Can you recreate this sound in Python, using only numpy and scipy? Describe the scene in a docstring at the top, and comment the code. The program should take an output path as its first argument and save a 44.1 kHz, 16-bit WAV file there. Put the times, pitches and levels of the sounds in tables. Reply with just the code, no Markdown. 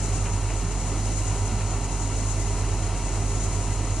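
"""A small room, close up on a running tumble dryer.
The motor shaft drones and beats against the mains hum, the fan whines, and air rushes through the cabinet.
The drum rim hisses on its seal, scuffing at the same rough spots every turn, now and then a little louder.
Inside, the laundry lands with dull thuds and ticks softly against the wall."""
import sys
import numpy as np
from scipy import signal
from scipy.fft import rfft, irfft
from scipy.io import wavfile

SR = 44100
rng = np.random.default_rng(int(sys.argv[2]) if len(sys.argv) > 2 else 0)


def inscribe(sig):
    """Save sig as 16-bit PCM at rate SR to the path in sys.argv[1].

    A 1-D sig is mono; a 2-D sig holds one channel per row.
    Samples are clipped to [-1, 1] before scaling.
    """
    pcm = np.round(np.clip(np.atleast_2d(sig).T, -1, 1) * 32767)
    wavfile.write(sys.argv[1], SR, pcm.astype(np.int16))


N = 176400
T, HZ = np.arange(N) / SR, np.fft.rfftfreq(N, 1 / SR)
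SHAFT_HZ, MAINS_HZ, TURN_S = 45.45, 50.075, 1.13  # TURN_S: one turn of the drum
WAVER_HZ = 1.6  # pace of the wobble in the motor and fan tones

# pitch recipe of each motor tone (shaft speed [multiple], mains frequency [multiple])
MOTOR_ORDERS = [(1, 0), (2, 0), (0, 2), (-1, 2), (1, 2), (-1, 8), (17, 2), (0, 18)]
# mix of those tones, each with one dip or swell per drum turn
# (level [dB], wobble [share], dip or swell [dB], time into the turn [s], half length [s])
MOTOR_MIX = [(-28, 0.019, -.8, 0.78, .14), (-34.5, .04, -21, 1.005, 0.13), (-30, 0.025, -8.5, 0.75, .11),
             (-54, .06, -3, .4, .14), (-44, 0.097, -1.5, .05, 0.17), (-56.5, 0.19, -2, 0.27, 0.16),
             (-54.5, 0.18, -5, 0.072, .14), (-59.5, 0.14, 4, 0.55, .14)]
# fader ride of the mains overtone (time [s], level [dB])
HUM_RIDE = [(0, -49), (.25, -44), (.47, -49.5), (.68, -44), (.85, -52.5), (1.27, -44), (1.65, -51),
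            (1.85, -44.5), (2.15, -53.5), (2.5, -42), (2.87, -51.5), (3.32, -44), (3.55, -53.5),
            (3.75, -47), (4, -48.5)]
# fader ride of the fan whine (time [s], level [dB])
FAN_RIDE = [(0, -61), (.3, -44.5), (.65, -52.5), (.9, -48), (1.18, -57), (1.36, -45.5), (1.7, -48.5),
            (2.06, -45.5), (2.35, -55), (2.52, -46), (2.85, -52.5), (3.05, -44.5), (3.42, -55.5),
            (3.6, -46.5), (4, -49)]
# base EQ of the air rush and drum rumble (frequency [Hz], level [dB])
AIR_EQ = [(15, -75), (30, -70), (44, -65), (55, -56.5), (70, -59.5), (95, -55.5), (120, -64), (155, -59.5),
          (205, -64), (270, -61.5), (340, -64.5), (380, -68), (420, -68), (490, -73), (740, -69.5),
          (910, -73), (1030, -71.5), (1190, -77), (1400, -77), (1700, -81.5), (2250, -79.5), (2750, -79.5),
          (3050, -81.5), (3400, -83.5), (3530, -91), (3700, -85.5), (3850, -80.5), (4200, -81.5),
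          (4700, -85), (7000, -86.5), (11000, -100)]
# narrow peaks in the air rush: cabinet ring, faint hum and fan overtones
# (frequency [Hz], width [Hz], lift [dB])
AIR_PEAKS = [(226, 4, 6), (412, 12, 2), (448, 12, 2.5), (524, 31, 8), (652, 26, 5.5), (730, 45, 3.5),
             (867, 20, 4.5), (1040, 30, 3), (1142, 29, 4.5), (1245, 22, 6.5), (1337, 36, 9), (1434.6, 4, 8),
             (1792, 14, 7.5), (2015, 75, 7), (2240, 76, 3.5), (2690, 90, 4.5), (2838, 30, 7), (3625, 35, 4),
             (4215, 28, 6.5)]
# stereo lean of air, motor and thuds (frequency [Hz], left minus right [dB])
PAN = [(45, -3.1), (150, -2.5), (380, -2), (520, -1.5), (700, -1), (1500, 0), (2500, 0.1), (4000, 4)]
# stereo image of air and ticks (frequency [Hz], left-right likeness [0-1])
AIR_LIKENESS = [(100, .9995), (500, .996), (800, .99), (1200, .975), (1700, .91), (2500, .95), (3500, .8),
                (6000, .6)]
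# base EQ of the seal hiss (frequency [Hz], left level [dB], right level [dB])
SEAL_EQ = [(2500, -105, -105), (4060, -87.5, -82), (5060, -79, -92), (5540, -75, -76.5),
           (6240, -73.5, -85.5), (6700, -66.5, -78.5), (7130, -70, -84.5), (8140, -72.5, -73.5),
           (8800, -83.5, -79.5), (9680, -85, -74.5), (10250, -78.5, -80.5), (11060, -95, -88.5)]
# stereo image of the hiss (frequency [Hz], left-right likeness [0-1])
SEAL_LIKENESS = [(4000, 0.15), (6800, 0.83), (8000, 0.56), (9000, 0.49), (11000, 0.48)]
# phase offset of the hiss (frequency [Hz], lead of the left side [rad])
SEAL_PHASE = [(3000, 1.5), (5000, -2.5), (6300, -0.95), (7200, -4), (8000, -3), (9000, -1), (11000, -4)]
# narrow resonances of the drum rim (frequency [Hz], width [Hz], lift [dB])
RIM_PEAKS = [(6730, 130, 4), (7100, 90, 3), (7640, 60, 2.5), (7930, 120, 2.5), (9690, 80, 2)]
# rough spots on the rim (time into the turn [s], half length [s], lift [dB])
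ROUGH_SPOTS = [(0.05, 0.023, 4.5), (0.155, 0.022, 4), (.24, 0.037, 1.3), (0.337, 0.02, 2.5),
               (0.48, 0.019, 1.5), (0.585, 0.041, 3), (0.72, 0.012, 3.5), (0.798, 0.026, 3),
               (0.885, 0.027, 3.5), (1.073, 0.059, 1.5)]
# single louder scuffs of the rim on its seal (time [s], half length [s], lift [dB])
SCUFF_ACCENTS = [(.16, .025, 1), (1.07, .03, 0.5), (1.202, 0.015, 1.5), (2.037, 0.028, 1), (2.17, .02, 1.5),
                 (2.31, 0.044, 0.5), (3.458, 0.014, 0.5)]
# laundry lands (time [s], level [dB], pitch [Hz])
THUD_CUES = [(.01, -33.5, 140), (.24, -29, 165), (.62, -34, 160), (1.51, -35, 217), (1.76, -36.5, 238),
             (2.041, -33, 265), (2.2, -33.5, 260), (2.35, -40, 269), (3.205, -38, 158)]
# the load ticks against the drum (time [s], level [dB])
TICK_CUES = [(.248, -30), (.487, -32), (1.6, -34), (2.71, -36.5), (3.665, -36)]
# tone colour of a tick (frequency [Hz], relative level [dB])
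TICK_EQ = [(200, -11), (900, -7), (1600, -5), (2100, -7), (2600, -2), (3000, -5), (3500, -32), (6000, -24),
           (11000, -40)]


def amp(db):
    """Decibels to gain."""
    return 10 ** (np.asarray(db) / 20)


def unit(x):
    """Scales to rms 1."""
    return x / np.sqrt(np.mean(x ** 2) + 1e-20)


def curve(points, hz=HZ, column=1):
    """One column of a table, joined on a log-frequency axis."""
    points = np.array(points)
    return np.interp(np.log(hz + 1), np.log(points[:, 0] + 1), points[:, column])


def white():
    """Spectrum of white noise at 0 dB per Hz."""
    return rfft(rng.standard_normal(N)) * np.sqrt(SR / 2)


def drift(rate_hz):
    """Random modulator of rms 1, rolling off above the given rate."""
    return unit(irfft(white() * (HZ > 0) / (1 + (HZ / rate_hz) ** 4), N))


def stereo_noise(likeness):
    """Left and right noise spectra: the less alike, the wider the image."""
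    same, shared = np.clip(curve(likeness), 0, 1), white()
    return np.array([shared, same * shared + np.sqrt(1 - same ** 2) * white()])


def pan(hz):
    """Left and right gains: lows lean right, highs lean left."""
    lean_db = curve(PAN, hz) / 2
    return amp([lean_db, -lean_db])


def peaks_db(peaks):
    """Bell boosts from a table of peaks."""
    return sum(lift / (1 + (2 * (HZ - hz) / width) ** 2) for hz, width, lift in peaks)


def room_colour(depth_db=1.0, width_hz=9):
    """Narrow random peaks and dips from the reflections in the room."""
    bell = np.exp(-((HZ[:801] - HZ[400]) / (width_hz / 2)) ** 2)
    ripple = signal.fftconvolve(rng.standard_normal(len(HZ)), bell, "same")
    return amp(depth_db * unit(ripple))


def per_turn(at, half):
    """A bump from 0 to 1 that comes round once in every drum turn."""
    away = (T - at + TURN_S / 2) % TURN_S - TURN_S / 2
    return np.exp(-(away / half) ** 2)


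def soft_hit(at, attack_s, decay_s):
    """Envelope of a cushioned contact."""
    age = np.maximum(T - at, 0)
    return (1 - np.exp(-age / attack_s)) * np.exp(-age / decay_s)


def shaft_turns(sway_hz=0.385, fastest_s=0.1315):
    """Shaft position in revolutions: the motor speeds up and sags once per drum turn."""
    sway = np.cos(2 * np.pi * (T - fastest_s) / TURN_S)
    return SHAFT_HZ * T + sway_hz * np.cumsum(sway) / SR + .5


def motor_drone(shaft):
    """Shaft unbalance and magnetic hum, beating together with their sum and difference tones."""
    out = np.zeros((2, N))
    for (per_shaft, per_mains), (db, wobble, bump_db, at, half) in zip(MOTOR_ORDERS, MOTOR_MIX):
        cycles = per_shaft * shaft + per_mains * MAINS_HZ * T
        tone = -np.sqrt(2) * np.sin(2 * np.pi * cycles) * (1 + wobble * drift(WAVER_HZ))
        hz = per_shaft * SHAFT_HZ + per_mains * MAINS_HZ
        out += pan(hz)[:, None] * amp(db + bump_db * per_turn(at, half)) * tone
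    return out


def mains_overtone(harmonic=8):
    """One overtone of the mains hum swells and fades."""
    hz = harmonic * MAINS_HZ
    fader = amp(np.interp(T, *np.transpose(HUM_RIDE)))
    return pan(hz)[:, None] * fader * np.sqrt(2) * np.sin(2 * np.pi * hz * T)


def fan_whine(shaft, blades=21):
    """The passing blades sing a wavering tone, dead centre, that follows the shaft."""
    fader = amp(np.interp(T, *np.transpose(FAN_RIDE)))
    return fader * np.sqrt(2) * np.sin(2 * np.pi * blades * shaft + 0.28 * drift(WAVER_HZ))


def air_rush(flicker_db=0.57):
    """The bed: air and drum rumble with narrow peaks and room colour, flickering as the load tumbles."""
    eq = amp(curve(AIR_EQ) + peaks_db(AIR_PEAKS))
    rush = irfft(stereo_noise(AIR_LIKENESS) * eq * pan(HZ) * room_colour(), N)
    return rush * amp(flicker_db * drift(rate_hz=14))


def seal_hiss(trim_db=-1.8, swell_db=1.08, tightest_s=0.037, flicker_db=.15):
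    """The rim rubs its seal: a swell each turn, a scuff at each rough spot, and a few louder scuffs."""
    eq = amp([curve(SEAL_EQ, column=1), curve(SEAL_EQ, column=2)]) * amp(peaks_db(RIM_PEAKS))
    phase = np.array([np.exp(1j * curve(SEAL_PHASE)), np.ones(len(HZ))])
    hiss = stereo_noise(SEAL_LIKENESS) * eq * phase * room_colour()
    pressure = np.cos(2 * np.pi * (T - tightest_s) / TURN_S)
    fader = amp(trim_db + swell_db * pressure + flicker_db * drift(rate_hz=42))
    lift_db = sum(db * per_turn(at, half) for at, half, db in ROUGH_SPOTS)
    lift_db += sum(db * np.exp(-((T - at) / half) ** 2) for at, half, db in SCUFF_ACCENTS)
    band = np.exp(-((HZ - 7100) / 1300) ** 2)  # scuffs bite hardest here
    sizzle = irfft(hiss * band, N) * amp(lift_db)
    rest = irfft(hiss * (1 - band), N) * amp(.55 * lift_db)
    return fader * (sizzle + rest)


def laundry_thuds(width_hz=33):
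    """Laundry lands in the drum: each thud is a burst of low, narrow-band noise."""
    out = np.zeros((2, N))
    for at, db, hz in THUD_CUES:
        boom = unit(irfft(white() / (1 + (2 * (HZ - hz) / width_hz) ** 2), N))
        out += pan(hz)[:, None] * amp(db) * soft_hit(at, attack_s=0.01, decay_s=0.067) * boom
    return out


def load_ticks():
    """The load taps the drum wall: short, soft-edged bursts of midrange noise."""
    envelope = sum(amp(db) * soft_hit(at, attack_s=.012, decay_s=.022) for at, db in TICK_CUES)
    return envelope * unit(irfft(stereo_noise(AIR_LIKENESS) * amp(curve(TICK_EQ)), N))


def scene():
    """The stereo mix: machine tones, noise beds and the tumbling load."""
    shaft = shaft_turns()
    tones = motor_drone(shaft) + mains_overtone() + fan_whine(shaft)
    return tones + air_rush() + seal_hiss() + laundry_thuds() + load_ticks()


def record(dry):
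    """A steep high cut at 11 kHz on the master."""
    high_cut = signal.firwin(401, 11000, window=("kaiser", 9), fs=SR)
    return signal.oaconvolve(dry, high_cut[None], "same")


dry = scene()
out = record(dry)
inscribe(out)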